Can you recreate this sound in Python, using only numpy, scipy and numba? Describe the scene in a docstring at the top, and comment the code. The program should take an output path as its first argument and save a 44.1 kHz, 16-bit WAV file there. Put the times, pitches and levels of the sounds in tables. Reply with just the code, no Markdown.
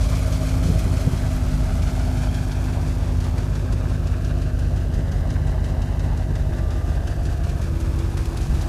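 """First comes the loping drone of a diesel engine, beating against a wheat thresher's blower and drum.
We stand beside the machine in an open field, with a phone for a microphone. Stalks clatter, the steel
casing rings, straw hisses from the chute and the sieve throws grain almost six times a second, while
the engine slowly sags under the load. The phone turns away and partly back, so the treble dulls and
the notches of three near reflections shift. Now and then a light breeze touches the microphone."""
import sys
import numpy as np
from scipy import signal
from scipy.fft import rfft, irfft, next_fast_len
from scipy.io import wavfile
from numba import njit

SR = 44100
rng = np.random.default_rng(int(sys.argv[2]) if len(sys.argv) > 2 else 0)


def wav_record(signal):
    """Record a signal, one row per channel, as 16-bit PCM in the file named by sys.argv[1]."""
    frames = np.transpose(np.atleast_2d(signal))
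    bounded = np.clip(frames, -1, 1)
    # unit amplitude maps onto the largest positive 16-bit level
    quanta = np.round(bounded * 32767).astype(np.int16)
    wavfile.write(sys.argv[1], SR, quanta)


N = 382788
TIME = np.arange(N) / SR


def undb(db):
    """Decibels to gain."""
    return 10 ** (np.asarray(db) / 20)


def curves(table):
    """The columns of a table, joined by straight lines in time."""
    seconds, *columns = np.transpose(table)
    return [np.interp(TIME, seconds, column) for column in columns]


def unit(x):
    """Scale to rms 1."""
    return x / np.sqrt(np.mean(x ** 2))


def filtered(x, response):
    """Filter by a gain that is a function of frequency."""
    size = next_fast_len(N + 8192)
    hz = np.arange(1, size // 2 + 2) * SR / size
    return irfft(rfft(x, size) * response(hz), size)[:N]


def colour(x, spectrum):
    """Give x a spectrum of (Hz, dB) points, at rms 1."""
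    hz, db = np.transpose(spectrum)
    return unit(filtered(x, lambda f: undb(np.interp(np.log(f), np.log(hz), db))))


def noise():
    """White noise."""
    return rng.standard_normal(N)


def walk(rate_hz, step=64):
    """A smooth random waver at rms 1."""
    size = next_fast_len(N // step + 2)
    hz = np.arange(size // 2 + 1) * SR / step / size
    slow = irfft(rfft(rng.standard_normal(size)) * np.exp(-(hz / rate_hz) ** 2), size)
    return unit(np.interp(np.arange(N) / step, np.arange(size), slow))


def impacts(per_second, spread_db):
    """Tiny impacts, mostly weak and a few strong."""
    hits = noise() * (rng.random(N) < per_second / SR)
    return hits * undb(spread_db * np.minimum(rng.exponential(size=N), 4))


def tones(cycles, rows, slip_rad):
    """Multiples of a shaft's phase; each wavers a little in level and timing."""
    out = 0
    for multiple, db, waver_db in rows:
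        amplitude = np.sqrt(2) * undb(db + waver_db * walk(7))
        out += amplitude * np.sin(2 * np.pi * multiple * cycles + slip_rad * walk(33))
    return out


def burst(at_s, rise_s, fall_s):
    """Place and envelope of a spray of grain that lands around at_s."""
    start = int(np.clip((at_s - 0.66 * rise_s) * SR, 0, N))
    since = TIME[:min(SR // 4, N - start)]
    shape = (1 - np.exp(-(since / rise_s) ** 2)) * np.exp(-since / fall_s)
    return slice(start, start + len(since)), shape


def swells(table, spectrum):
    """Coloured noise that rises and falls once for each row."""
    envelope = sum(undb(db) * np.exp(-2 * ((TIME - start) / length - .5) ** 2)
                   for start, db, length in table)
    return colour(noise(), spectrum) * envelope


# The engine's pace under load. Each row: time in seconds, firing rate in Hz.
FIRING_RATE = [(0, 52.78), (.5, 52.15), (1, 51.28), (1.6, 50.79), (2.4, 50.33), (3.1, 50.42), (3.9, 50.5),
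               (4.4, 50.15), (5, 49.76), (5.6, 49.61), (6.2, 49.49), (6.7, 48.32), (7.2, 47.37),
               (7.9, 47.31), (8.68, 47.55)]


def crank(rated_hz=50, start_firings=.14):
    """The load slows the crank: returns the running count of firings and the sag below rated speed."""
    firing_hz = curves(FIRING_RATE)[0]
    return start_firings + np.cumsum(firing_hz) / SR, rated_hz - firing_hz


# The low exhaust tones. Each row: firing multiple, level in dB at rated speed,
# change in dB per Hz of sag, waver in dB.
EXHAUST_TONES = [(1, -25, -1, 1.4), (2, -29.5, -0.56, 0.5), (3, -33.5, -0.6, 1.6), (4, -45, -0.9, 1.9)]
# The upper drone. Each row: time in seconds, levels in dB of the fifth, sixth and seventh multiples.
UPPER_TONES = [(0, -34.5, -63, -55), (1, -35, -60, -57.5), (2.7, -36, -58, -50), (4, -38.5, -62, -48),
               (5.5, -41.5, -62, -55.5), (6.4, -41, -48, -45), (7.3, -50, -48, -47.5),
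               (7.8, -44.5, -50, -39.5), (8.68, -46, -51, -42.5)]


def engine(firings, sag_hz):
    """The exhaust drones on multiples of the firing rate; its low tones fade as the engine sags."""
    low = [(k, db + db_per_hz * sag_hz, waver_db) for k, db, db_per_hz, waver_db in EXHAUST_TONES]
    upper = [(k, db, 1.3) for k, db in enumerate(curves(UPPER_TONES), 5)]
    # above the pipe's resonance the tones swing the other way
    return tones(firings, low, slip_rad=0.038) - tones(firings, upper, slip_rad=0.09)


# The blower's hum. Each row: multiple of the blade rate, level in dB, waver in dB.
BLOWER_TONES = [(1, -34.5, 3), (2, -27.5, 0.5), (3, -41.5, 1.5)]
# The drum's single tone. Each row: time in seconds, level in dB.
DRUM_LEVEL = [(0, -32), (2.8, -39), (5.2, -34), (5.9, -35), (6.9, -27), (8, -30.5), (8.68, -34)]


def rotors(firings, blower_per_firing=.808, drum_per_firing=1.291, drum_lag_cycles=.22):
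    """The blower sucks once per blade; belt-driven, it and the drum beat against the firings."""
    blower = tones(blower_per_firing * firings, BLOWER_TONES, slip_rad=0.065)
    drum_cycles = drum_per_firing * firings - drum_lag_cycles
    drum = tones(drum_cycles, [(1, curves(DRUM_LEVEL)[0], 1.0)], slip_rad=0.1)
    return drum - blower


# Air and stalks in the drum, heard from outside. Each row: frequency in Hz, relative level in dB.
RUMBLE_SPECTRUM = [(5, -19), (20, -7), (40, -7), (75, 6.5), (110, 1.1), (155, -1), (205, -10), (260, -9),
                   (350, -10.5), (460, -15.5), (700, -26.5), (1500, -49)]
CLATTER_SPECTRUM = [(250, -26), (460, -2.5), (550, 9), (720, 8.5), (900, 5), (1200, 1), (1600, -9.5),
                    (2100, -11.5), (3000, -12.5), (6000, -22.5), (14000, -43)]


def threshing(firings, away, sheaf_s=0.87, sheaf_half_s=0.32):
    """Churned air rumbles, louder as a big sheaf goes through; stalks clatter in the drum."""
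    beat = np.cos(2 * np.pi * firings)
    sheaf = np.exp(-((TIME - sheaf_s) / sheaf_half_s) ** 2)
    rumble = colour(noise() * (1 + 0.072 * beat), RUMBLE_SPECTRUM)
    clatter = colour(impacts(7000, spread_db=2.26) * (1 + 0.016 * beat), CLATTER_SPECTRUM)
    return rumble * undb(-29 + 4.5 * sheaf) + clatter * undb(-39.5 - 2 * away + 1.36 * walk(14))


# The casing's ring. Each row: time in seconds, level in dB.
RING_LEVEL = [(0, -43), (1.6, -43.5), (3.3, -52.5), (4.2, -48.5), (5.4, -47.5), (6.8, -50), (7.5, -57),
              (8.68, -56)]


def casing_ring(centre_hz=636, width_hz=21):
    """The steel casing rings in one narrow band."""
    ring = filtered(noise(), lambda f: 1 / (1 + (2 * (f - centre_hz) / width_hz) ** 2))
    return unit(ring) * undb(curves(RING_LEVEL)[0])


# The casing's upper resonances. Each row: centre in Hz, width in Hz, relative level in dB.
PANEL_MODES = [(1598, 127, 4), (1707, 200, 4.5), (1937, 210, 0.5)]


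def panel_rattle(sag_hz, level_db=-54, surge_db=1.6):
    """Kernels pelt the casing panels, which rattle in surges, a touch more as the engine labours."""
    pelting = impacts(3000, spread_db=4.3)
    rattle = filtered(pelting, lambda f: sum(undb(db) / (1 + 2j * (f - hz) / width_hz) ** 2
                                             for hz, width_hz, db in PANEL_MODES))
    return unit(rattle) * undb(level_db + 0.1 * sag_hz + surge_db * walk(18))


# The straw chute's resonances. Each row: centre in Hz, lift in dB.
CHUTE_MODES = [(2680, 2.5), (2900, 2), (3270, 0.5), (3730, 4), (4120, 3), (4500, 3.5), (4780, 3.5),
               (5180, 0), (5400, 1.5), (5790, 4.5), (6470, 2.5), (6740, 1)]


def chute(x, width_hz=68):
    """The steel chute adds narrow resonances to whatever rushes through it."""
    return filtered(x, lambda f: 1 + sum((undb(db) - 1) / (1 + 2j * (f - hz) / width_hz)
                                         for hz, db in CHUTE_MODES))


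# Rushing chaff and snapping stalks. Each row: frequency in Hz, relative level in dB.
CHAFF_SPECTRUM = [(700, 6), (1600, 6), (2400, 3), (3600, -1), (5000, 0.5), (6500, -0.5), (8000, -2.5),
                  (10500, -5.5), (14000, -14.5)]
SNAP_SPECTRUM = [(500, -16), (1500, 2), (4000, 0.5), (8000, -2.5), (11000, -6), (14000, -1)]
# The straw's treble at the microphone. Each row: time in seconds, gain in dB above 8 kHz.
STRAW_TREBLE = [(0, 2), (2.6, 0), (4, -3), (6.2, -2.5), (7.2, -0.5), (7.9, 1), (8.68, 1)]


def straw(away, facing_db=-40.5, flutter_db=1.1):
    """Chaff leaves the blower in an uneven, crackling stream and stalks snap in it; it fades off axis."""
    chaff = colour(impacts(14000, spread_db=0.21), CHAFF_SPECTRUM)
    snaps = colour(impacts(320, spread_db=2.4), SNAP_SPECTRUM)
    stream = chaff + undb(-11) * snaps
    treble = filtered(stream, lambda f: 1 / (1 + (8000 / f) ** 4))
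    stream = stream - treble + treble * undb(curves(STRAW_TREBLE)[0])
    return chute(stream) * undb(facing_db - 11 * away + flutter_db * walk(34))


# Handfuls of grain on steel, most as the sieve turns back. Each row: time in seconds, level in dB,
# fall in seconds, lift in dB above 7 kHz.
GRAIN_CLACKS = [(.008, -39, 0.076, -1.5), (.088, -40.5, 0.015, -6), (.15, -35.5, .012, 0),
                (.322, -35, .03, -3), (0.488, -36.5, .023, -3), (.634, -41, 0.11, 1),
                (.793, -38.5, 0.021, -2), (.968, -38, .014, -2), (1.006, -40, .022, -5),
                (1.172, -42, .013, 0), (1.82, -36, 0.012, -4), (1.868, -39, 0.021, -5),
                (2.17, -40, 0.022, 0), (2.219, -44, .053, 3), (2.342, -38, 0.017, 0),
                (2.516, -37.5, .014, -2), (2.64, -43, 0.011, -3), (2.86, -48, 0.028, 1),
                (3.025, -40, .01, -5), (3.202, -40, .015, 3), (3.24, -41, .022, -2), (3.381, -37, .008, 2),
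                (3.553, -34, 0.0084, -4), (3.724, -37, .01, 4), (3.897, -39, 0.0068, 1),
                (4.071, -34, 0.007, -3), (4.246, -36.5, .009, -5), (4.416, -39, .011, -3),
                (4.59, -39.5, .009, 3), (4.761, -42, .014, -1), (4.939, -40, .009, 3),
                (5.118, -36.5, .008, 0), (5.303, -34, .0074, -4), (5.34, -42, .01, -2),
                (5.468, -44, 0.0086, 4), (5.642, -37, .009, -2), (5.818, -34.5, 0.0076, -1),
                (5.994, -37, 0.0076, -5), (6.173, -40, .008, 2), (6.354, -35.5, .009, -5),
                (6.584, -41, .008, -3), (6.705, -39.5, .009, -2), (6.89, -40, .008, -2),
                (7.073, -34, .009, 0), (7.253, -36, 0.011, 1), (7.437, -39.5, 0.01, -1),
                (7.49, -42.5, .025, 0), (7.615, -38, .0085, 5), (7.802, -42, 0.01, 11),
                (7.988, -38, .009, 4), (8.172, -34.5, .009, 5), (8.254, -35, 0.0086, 6),
                (8.371, -31, .007, 4), (8.407, -43.5, 0.055, 3), (8.611, -36, .015, -1)]
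# Their colour. Each row: frequency in Hz, relative level in dB.
CLACK_SPECTRUM = [(500, -9), (1500, 5.5), (3000, 15.5), (4500, 15), (6500, 14.5), (8500, 6.5), (11000, 6),
                  (14000, -10)]


def clacks(rise_s=.0035):
    """Grain slaps the steel: a sharp crack and a short spray, each with its own brightness."""
    spray = colour(impacts(16000, spread_db=1.0), CLACK_SPECTRUM)
    dull = filtered(spray, lambda f: 1 / (1 + (f / 7000) ** 6))
    treble = spray - dull
    out = np.zeros(N)
    for at_s, db, fall_s, treble_db in GRAIN_CLACKS:
        span, shape = burst(at_s, rise_s, fall_s)
        out[span] += undb(db) * shape * (dull[span] + undb(treble_db) * treble[span])
    return out


# Grain lands three times a stroke. Each row: delay in seconds, relative level in dB,
# rise and fall in seconds.
GRAIN_LANDINGS = [(0, 0.5, 0.018, 0.03), (0.043, 3, 0.028, 0.028), (.115, -18.5, .008, .015)]
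# Grain on the mesh. Each row: frequency in Hz, relative level in dB.
GRAIN_SPECTRUM = [(500, 3), (1500, 22), (3000, 14), (4500, 12), (6500, 10), (8500, 5.5), (11000, 1),
                  (14000, -15)]


def sieve(firings, sag_hz, away, firings_per_stroke=8.729, facing_db=-34.5, scatter_db=1.0):
    """Geared to the engine, each stroke showers grain over the steel mesh, more as the engine labours."""
    stroke_firings = np.arange(6.7, firings[-1], firings_per_stroke)
    power = np.zeros(N)
    for stroke_s in np.interp(stroke_firings, firings, TIME):
        for delay_s, db, rise_s, fall_s in GRAIN_LANDINGS:
            span, shape = burst(stroke_s + delay_s, rise_s, fall_s)
            power[span] += (undb(db + scatter_db * rng.standard_normal()) * shape) ** 2
    shower = colour(impacts(22000, spread_db=0.83), GRAIN_SPECTRUM)
    return shower * np.sqrt(power) * undb(facing_db - 6 * away + 0.4 * sag_hz)


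# Stalks on the casing. Each row: start in seconds, level in dB, length in seconds.
STALK_KNOCKS = [(.126, -36.5, .016), (1.879, -39, 0.019), (2.23, -37.5, 0.017), (2.519, -44, .016),
                (2.679, -39.5, .016), (3.377, -38.5, .016), (3.555, -43, 0.018), (4.13, -41, 0.019),
                (4.304, -39.5, 0.014), (5.052, -44, 0.014), (5.114, -45, .016), (5.354, -39.5, .016),
                (6.353, -43, 0.018), (6.525, -41, 0.014), (6.584, -43, .016), (8.168, -41, 0.014)]
# Their colour. Each row: frequency in Hz, relative level in dB.
KNOCK_SPECTRUM = [(300, -32), (600, -2), (1000, 0), (1700, -3.5), (2400, -11), (4000, -22), (10000, -50)]


def stalk_knocks():
    """Stalks strike the casing in short midrange knocks."""
    return swells(STALK_KNOCKS, KNOCK_SPECTRUM)


# Bunched straw inside the machine. Each row: start in seconds, level in dB, length in seconds.
STRAW_THUMPS = [(.64, -24, 0.024), (.693, -19, 0.033), (.75, -21, 0.0095), (.845, -24.5, 0.035),
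                (1.068, -16.5, 0.013), (1.125, -23, 0.015), (3.7, -34, 0.018), (3.85, -30, 0.042),
                (4.98, -28, 0.028), (6.29, -26.5, 0.026), (7.44, -34.5, 0.076)]
# Their colour. Each row: frequency in Hz, relative level in dB.
THUMP_SPECTRUM = [(40, -24), (90, -6), (160, 13.5), (250, -7), (420, -3), (600, -16), (1500, -48),
                  (4000, -80)]


def straw_thumps():
    """Bunches of straw go through with dull thumps."""
    return swells(STRAW_THUMPS, THUMP_SPECTRUM)


# Gusts right on the microphone. Each row: start in seconds, level in dB, length in seconds.
BREEZE_GUSTS = [(1.35, -24, 0.53), (4.9, -24, 0.1), (5.15, -25.5, 0.18), (6.48, -27, 0.075),
                (8.48, -21, 0.085)]
# Their colour. Each row: frequency in Hz, relative level in dB.
BREEZE_SPECTRUM = [(6, -10), (18, -2), (35, 9), (70, 7.5), (120, -4), (200, -5), (400, -35), (1500, -80)]


def breeze():
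    """A light breeze off the field buffets the microphone with low rumbles."""
    return swells(BREEZE_GUSTS, BREEZE_SPECTRUM)


# Three quick squeaks. Each row: middle and length in seconds, pitch in Hz, glide in Hz per second,
# level in dB.
FAINT_SQUEAKS = [(2.295, .018, 3170, 2000, -47), (2.349, .018, 3270, 1000, -47),
                 (2.373, .026, 3200, 4000, -47)]


def squeaks():
    """Faint, short chirps, each rising in pitch."""
    out = 0
    for middle_s, length_s, hz, glide_hz_per_s, db in FAINT_SQUEAKS:
        since = TIME - middle_s
        envelope = np.exp(-(2 * since / length_s) ** 2)
        cycles = since * (hz + glide_hz_per_s * since / 2)
        out += np.sqrt(2) * undb(db) * envelope * np.sin(2 * np.pi * cycles)
    return out


# Whines under the din. Each row: start and end in seconds, first and target pitch in Hz, level in dB.
THIN_WHINES = [(4.135, 4.55, 688, 671, -48), (4.783, 5.2, 567, 556, -49), (6.511, 6.986, 1140, 1203, -50.5),
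               (6.802, 7.2, 694, 683, -46), (7.12, 7.637, 700, 692, -46)]


def whines(glide_s=0.134, fade_s=0.073, waver_db=0.5):
    """Thin, faint tones come and go, gliding a little and wavering."""
    drift = 1 + 0.0061 * walk(24)
    out = 0
    for start, end, first_hz, target_hz, db in THIN_WHINES:
        glide = np.exp(-np.maximum(TIME - start, 0) / glide_s)
        hz = drift * (target_hz + (first_hz - target_hz) * glide)
        fade = np.clip(np.minimum(TIME - start, end - TIME) / fade_s, 0, 1)
        out += np.sqrt(2) * undb(db) * fade * np.sin(2 * np.pi * np.cumsum(hz) / SR)
    return out * undb(waver_db * walk(20))


def echo(x, path, low_hz, high_hz):
    """One near surface returns a band of the sound, with a shifting delay and strength."""
    delay_ms, strength = curves(path)
    band = filtered(x, lambda f: 1 / (1 + (low_hz / f) ** 4) / (1 + (f / high_hz) ** 4))
    return strength * np.interp(TIME - delay_ms / 1000, TIME, band)


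# Three paths to the microphone, each less than a metre longer than the direct one.
# Each row: time in seconds, delay in milliseconds, strength from 0 to 1.
INVERTED_PATH = [(0, 1.09, 0.33), (2.3, 1.01, 0.35), (3.201, .99, .13), (4.3, .96, 0.35), (5.7, 0.86, 0.26),
                 (7.1, .92, 0.32), (7.8, 1.03, .2), (8.68, 0.94, 0.13)]
UPRIGHT_PATH = [(0, 1.75, 0.14), (1.2, 1.54, .1), (2.3, 1.28, 0.27), (2.9, 1.15, .06), (3.5, 0.81, .12),
                (4.4, 0.72, 0.24), (5, .62, 0.23), (5.8, 0.45, .02), (7.1, 0.62, .22), (7.8, .79, .12),
                (8.68, .8, .02)]
BRIGHT_PATH = [(0, 0.84, .1), (1.5, 1.04, .17), (2.7, 0.86, .08), (3.6, .94, .02), (5.6, 1.016, 0.22),
               (7.2, 1.14, .02), (8.68, 1.25, .05)]


def reflections(x):
    """Three near reflections cut notches that move as the phone turns."""
    inverted = echo(x, INVERTED_PATH, low_hz=680, high_hz=3940)
    upright = echo(x, UPRIGHT_PATH, low_hz=533, high_hz=5100)
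    bright = echo(x, BRIGHT_PATH, low_hz=1200, high_hz=6200)
    return x - inverted + upright + bright


@njit
def moving_bandpass(x, hz, width):
    """State-variable band-pass with a moving centre; width is a share of the centre."""
    out = np.empty(len(x))
    band_state, low_state = 0., 0.
    for i in range(len(x)):
        g = np.tan(np.pi * hz[i] / SR)
        band = (band_state + g * (x[i] - low_state)) / (1 + g * (g + width))
        band_state = 2 * band - band_state
        low_state += 2 * g * band
        out[i] = width * band
    return out


# A midrange hollow at the microphone. Each row: time in seconds, centre in Hz, gain there in dB.
HOLLOW_SWEEP = [(0, 346, -3), (1.4, 485, -5.5), (2.8, 570, -2.5), (3.5, 685, -1.5), (4.2, 882, -5.5),
                (5.4, 1250, 1.5), (6.3, 1330, 0.5), (7, 1020, -0.5), (7.6, 816, -4.5), (8.2, 625, -7),
                (8.68, 542, -2)]


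def hollow(x):
    """A broad dip sweeps up and back with the turn, filling in to a slight lift at the top."""
    centre_hz, db = curves(HOLLOW_SWEEP)
    return x - (1 - undb(db)) * moving_bandpass(x, centre_hz, width=0.29)


# The microphone's aim. Each row: time in seconds, turn from 0 (facing the machine) to 1 (most away).
MICROPHONE_TURN = [(0, 0), (1.3, .21), (2.4, .37), (4, .77), (5.5, 1), (6.4, .98), (7.3, .84), (8.6, .45)]


def scene():
    """One engine drives the whole thresher, heard in mono from a slowly turning phone beside it."""
    firings, sag_hz = crank()
    away = curves(MICROPHONE_TURN)[0]
    machine = engine(firings, sag_hz) + rotors(firings)
    machine += threshing(firings, away) + casing_ring() + panel_rattle(sag_hz) + straw(away)
    machine += clacks() + sieve(firings, sag_hz, away) + stalk_knocks() + straw_thumps()
    return (hollow(reflections(machine)) + breeze() + squeaks() + whines())[None]


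def record(dry):
    """The phone cuts the top steeply above 14150 Hz."""
    return signal.sosfilt(signal.ellip(12, .1, 80, 14150, fs=SR, output="sos"), dry)


dry = scene()
out = record(dry)
wav_record(out)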